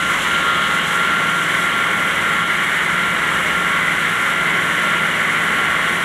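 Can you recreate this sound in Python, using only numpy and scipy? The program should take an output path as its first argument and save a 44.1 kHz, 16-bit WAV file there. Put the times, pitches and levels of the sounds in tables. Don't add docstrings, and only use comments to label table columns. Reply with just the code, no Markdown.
import sys
import numpy as np
from scipy import signal
from scipy.fft import rfft, irfft
from scipy.io import wavfile

SR = 44100
rng = np.random.default_rng(int(sys.argv[2]) if len(sys.argv) > 2 else 0)


def pcm_store(signal):
    levels = np.round(np.clip(np.atleast_2d(signal), -1, 1) * 32767)
    wavfile.write(sys.argv[1], SR, levels.astype(np.int16).T)


N = 266364

# time in seconds, share of the direct hiss from 0 to 1.
FACING_CURVE = [(0, 0.78), (.9, 0.55), (2, 0.05), (6.04, 0.05)]

LAP_S, JOINT_S = 0.654, 0.22
TURN_HZ, WHINE_ORDER, LOW_ORDER = 41.97, 33, 30
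# time in seconds, level in dB.
WHINE_CURVE = [(0, -23), (.33, -20.5), (1.35, -20.5), (2.2, -23), (6.04, -23.5)]
# place in seconds into the lap, half-length in seconds, depth in dB, deepening in dB per second.
LOOP_SLIPS = [(0.01, 0.043, 10.5, -1.5), (.21, .025, 1.5, 0), (0.347, .045, 1, 1), (0.477, 0.046, 1, 1),
              (0.588, 0.03, 10.5, -1)]
# time in seconds, half-length in seconds.
WHINE_BREAKS = [(0.22, 0.028), (1.46, 0.015), (2.68, 0.034), (5.126, 0.037), (5.28, 0.033), (5.807, 0.025)]
BREAK_DB = 15
LOW_DB, LOW_SWELL_DB, LOW_SWELL_S, LOW_HALF_S = -42, 17, .59, 0.22
# multiple of the drive's turning rate, level in dB.
DRIVE_LINES = [(31, -39), (32, -41), (34, -40), (35, -36.5), (36, -32), (37, -38), (38, -42), (39, -35),
               (40, -38), (41, -39.5), (42, -40), (43, -35)]

# frequency in Hz, width in Hz, relative gain in dB.
SLOT_RESONANCES = [(991, 160, -5.5), (1134, 41, 1.5), (1263, 465, -3.5), (1500, 560, -3)]
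WHEEL_RESONANCES = [(1858, 510, -2.5), (2038, 255, 2), (2218, 267, -5)]
BEAD_RESONANCES = [(2880, 370, 0), (3210, 475, -0.5), (3654, 600, -10), (4080, 430, -16)]
KERF_DB, KERF_FACING_DB = -24.5, -1
WHEEL_DB, WHEEL_FACING_DB = -21.5, -4.5
RASP_DB, RASP_FACING_DB = -29.5, 5
# time in seconds, half-length in seconds, change in dB.
BITE_CHANGES = [(0.132, 0.046, 5), (.215, 0.021, -4.5), (0.27, 0.023, 5), (.81, 0.025, -1),
                (0.93, 0.067, 1.5), (2.128, .015, -2), (2.453, 0.021, -7), (4.1, .03, -0.5),
                (4.283, 0.035, 0)]

# frequency in Hz, relative level in dB.
SPRAY_SPECTRUM = [(3000, -14), (4600, -11.5), (5150, -12), (5650, -3.5), (6100, -3.5), (6550, -4.5),
                  (7400, 0), (8900, -3.5), (10700, -2.5), (12000, -8.5), (13300, -14), (15600, -25)]
SPRAY_DB, SPRAY_FACING_DB = -36.5, 1.5
SPRAY_EBB_S, SPRAY_SWING_DB = 0.29, 0.65
# time in seconds, half-length in seconds, change in dB.
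SPRAY_SPURTS = [(.23, 0.037, 1.5), (.55, .08, -1), (.82, .04, -2.5), (.94, .04, 2), (1.62, .04, 2),
                (2.44, .02, -3.5), (3.34, .03, 1), (4.27, .03, 2)]

# frequency in Hz, level in dB.
MOTOR_LINES = [(390, -46.5), (1096, -34.5), (1113, -44.5), (2195, -34.5), (2810, -69), (2901, -56.5),
               (3290, -51.5), (3611, -48)]
# frequency in Hz, level in dB.
DIESEL_LINES = [(58, -58), (72, -55), (100, -58), (115, -47.5), (155, -40), (166, -46.5), (177.3, -37.5),
                (208.5, -46.5), (300, -51.5)]
# frequency in Hz, width in Hz, relative gain in dB.
HOUSING_RESONANCES = [(208.7, 27, -3.5), (303.6, 32, -3), (358.5, 19, -0.5), (410.2, 23, -6.5),
                      (828.3, 27, -1.5)]
# frequency in Hz, relative level in dB.
ROAR_SPECTRUM = [(20, -35), (60, -29), (90, -5.5), (140, -5), (220, 2), (330, -3.5), (440, -1), (560, 1.5),
                 (750, -2.5), (1000, -7), (2500, -5.5), (5000, -37.5)]
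# time in seconds, level in dB.
ROAR_CURVE = [(0, -28), (1.3, -28.2), (2.7, -30), (4.2, -28), (6.04, -27.5)]
# frequency in Hz, relative level in dB.
RUMBLE_SPECTRUM = [(20, -22), (34, -17), (43, 1), (75, 5), (110, -9), (250, -35)]
# time in seconds, gain in dB.
RUMBLE_CURVE = [(0.05, -43), (1.9, -52), (2.0, -43), (2.67, -47), (3.53, -43), (4.71, -50), (6.0, -46)]

TOP_HZ = 15600


def undb(db):
    return 10 ** (np.asarray(db) / 20)


def level(x, db):
    return x * undb(db) / np.sqrt(np.mean(x ** 2))


def controls(table):
    s, *columns = np.transpose(table)
    return [np.interp(np.arange(N) / SR, s, c) for c in columns]


def walk(rate):
    hz = np.fft.rfftfreq(N, 1 / SR)
    smoothed = rfft(rng.standard_normal(N)) / (1 + (hz / rate) ** 2)
    return level(irfft(smoothed, N), 0)


def swell(offset, half):
    return np.exp(-(offset / half) ** 2)


def surges(table):
    t = np.arange(N) / SR
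    return sum(db * swell(t - at, half) for at, half, db in table)


def lap_offset(at):
    since = np.arange(N) / SR - JOINT_S - at
    return (since + LAP_S / 2) % LAP_S - LAP_S / 2


def colour(x, points):
    hz, db = np.transpose(points)
    bins = np.fft.rfftfreq(N, 1 / SR) + 1
    gain = undb(np.interp(np.log(bins), np.log(hz), db))
    return irfft(rfft(x) * gain, N)


def resonate(x, hz, width_hz):
    b, a = signal.iirpeak(hz, hz / width_hz, fs=SR)
    once = signal.lfilter(b, a, x)
    return signal.lfilter(b, a, once)


def grains(rate, scatter_db):
    hit = rng.random(N) < rate / SR
    strength = undb(scatter_db * np.minimum(rng.exponential(size=N), 5))
    return hit * rng.standard_normal(N) * strength


def tone(hz, scatter, fade_rate):
    phase = 2 * np.pi * np.cumsum(hz * np.ones(N)) / SR + rng.uniform(0, 2 * np.pi)
    echoes = scatter * (walk(fade_rate) + 1j * walk(fade_rate)) / np.sqrt(2)
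    return level(np.real((1 + echoes) * np.exp(1j * phase)), 0)


def walls(x, t60=1.35, wet_db=-3):
    t = np.arange(SR) / SR
    decay = np.exp(-np.log(1000) * t / t60)
    tail = rng.standard_normal(SR) * decay * (t > .03)
    echo = signal.fftconvolve(x, tail)[:N]
    return level(level(x, 0) + level(echo, wet_db), 0)


def wire():
    t = np.arange(N) / SR
    full_db, = controls(WHINE_CURVE)
    slip_db = sum((depth + deepening * t) * swell(lap_offset(at), half)
                  for at, half, depth, deepening in LOOP_SLIPS)
    break_db = BREAK_DB * sum(swell(t - at, half) for at, half in WHINE_BREAKS)
    whine_db = full_db - slip_db - break_db
    low_db = LOW_DB + LOW_SWELL_DB * swell(t - LOW_SWELL_S, LOW_HALF_S)
    turn_hz = TURN_HZ * (1 + 0.000962 * walk(2.286))
    whine = undb(whine_db) * tone(WHINE_ORDER * turn_hz, scatter=.1, fade_rate=8)
    low_note = undb(low_db) * tone(LOW_ORDER * turn_hz, scatter=0.22, fade_rate=5.1)
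    comb = sum(undb(db) * tone(order * turn_hz, scatter=0.44, fade_rate=5.7) for order, db in DRIVE_LINES)
    return whine + low_note + comb


def scrape(modes, rate, scatter_db):
    rings = [undb(db) * resonate(grains(rate, scatter_db), hz, width) for hz, width, db in modes]
    return walls(sum(rings))


def grinding():
    facing, = controls(FACING_CURVE)
    bite_db = surges(BITE_CHANGES)
    kerf_db = KERF_DB + KERF_FACING_DB * facing + bite_db + 0.74 * walk(6.5)
    wheel_db = WHEEL_DB + WHEEL_FACING_DB * facing + bite_db
    rasp_db = RASP_DB + RASP_FACING_DB * facing + 0.5 * walk(7.3)
    kerf = undb(kerf_db) * scrape(SLOT_RESONANCES, rate=9000, scatter_db=1.0)
    wheel = undb(wheel_db) * scrape(WHEEL_RESONANCES, rate=9000, scatter_db=1.0)
    rasp = undb(rasp_db) * scrape(BEAD_RESONANCES, rate=7000, scatter_db=3.0)
    shared_flutter_db = 0.4 * walk(11)
    return (kerf + wheel + rasp) * undb(shared_flutter_db)


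def spray():
    facing, = controls(FACING_CURVE)
    lap_phase = 2 * np.pi * lap_offset(SPRAY_EBB_S) / LAP_S
    ebb_db = SPRAY_SWING_DB * (1 + facing) * np.cos(lap_phase)
    drops = walls(colour(grains(rate=16000, scatter_db=0.0), SPRAY_SPECTRUM), t60=0.71, wet_db=-6.5)
    near_drops = resonate(grains(rate=14000, scatter_db=-2.0), 6900, 2700)
    direct = level(near_drops, -1.7) * facing
    hiss = (drops + direct) / np.sqrt(1 + 0.56 * facing ** 2)
    flicker_db = .65 * walk(24)
    spray_db = SPRAY_DB + SPRAY_FACING_DB * facing - ebb_db + surges(SPRAY_SPURTS) + flicker_db
    return hiss * undb(spray_db)


def motors():
    return sum(undb(db) * tone(hz, scatter=0.44, fade_rate=2.4) for hz, db in MOTOR_LINES)


def diesels():
    return sum(undb(db) * tone(hz, scatter=0.43, fade_rate=3.2) for hz, db in DIESEL_LINES)


def housings():
    hums = [undb(db) * resonate(rng.standard_normal(N), hz, width) for hz, width, db in HOUSING_RESONANCES]
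    return level(sum(hums), -37.5)


def quarry_roar():
    roar_db, = controls(ROAR_CURVE)
    roar = walls(colour(rng.standard_normal(N), ROAR_SPECTRUM))
    return roar * undb(roar_db + 0.5 * walk(0.67))


def pit_rumble():
    gain_db, = controls(RUMBLE_CURVE)
    return level(colour(rng.standard_normal(N), RUMBLE_SPECTRUM), -2.5) * undb(gain_db)


def scene():
    saw = wire() + grinding() + spray()
    quarry = motors() + diesels() + housings() + quarry_roar() + pit_rumble()
    return (saw + quarry)[None]


def record(dry):
    drive = 1.0
    rounded = np.tanh(drive * dry) / drive
    top_cut = signal.ellip(12, .1, 80, TOP_HZ, fs=SR, output="sos")
    return signal.sosfilt(top_cut, rounded)


dry = scene()
out = record(dry)
pcm_store(out)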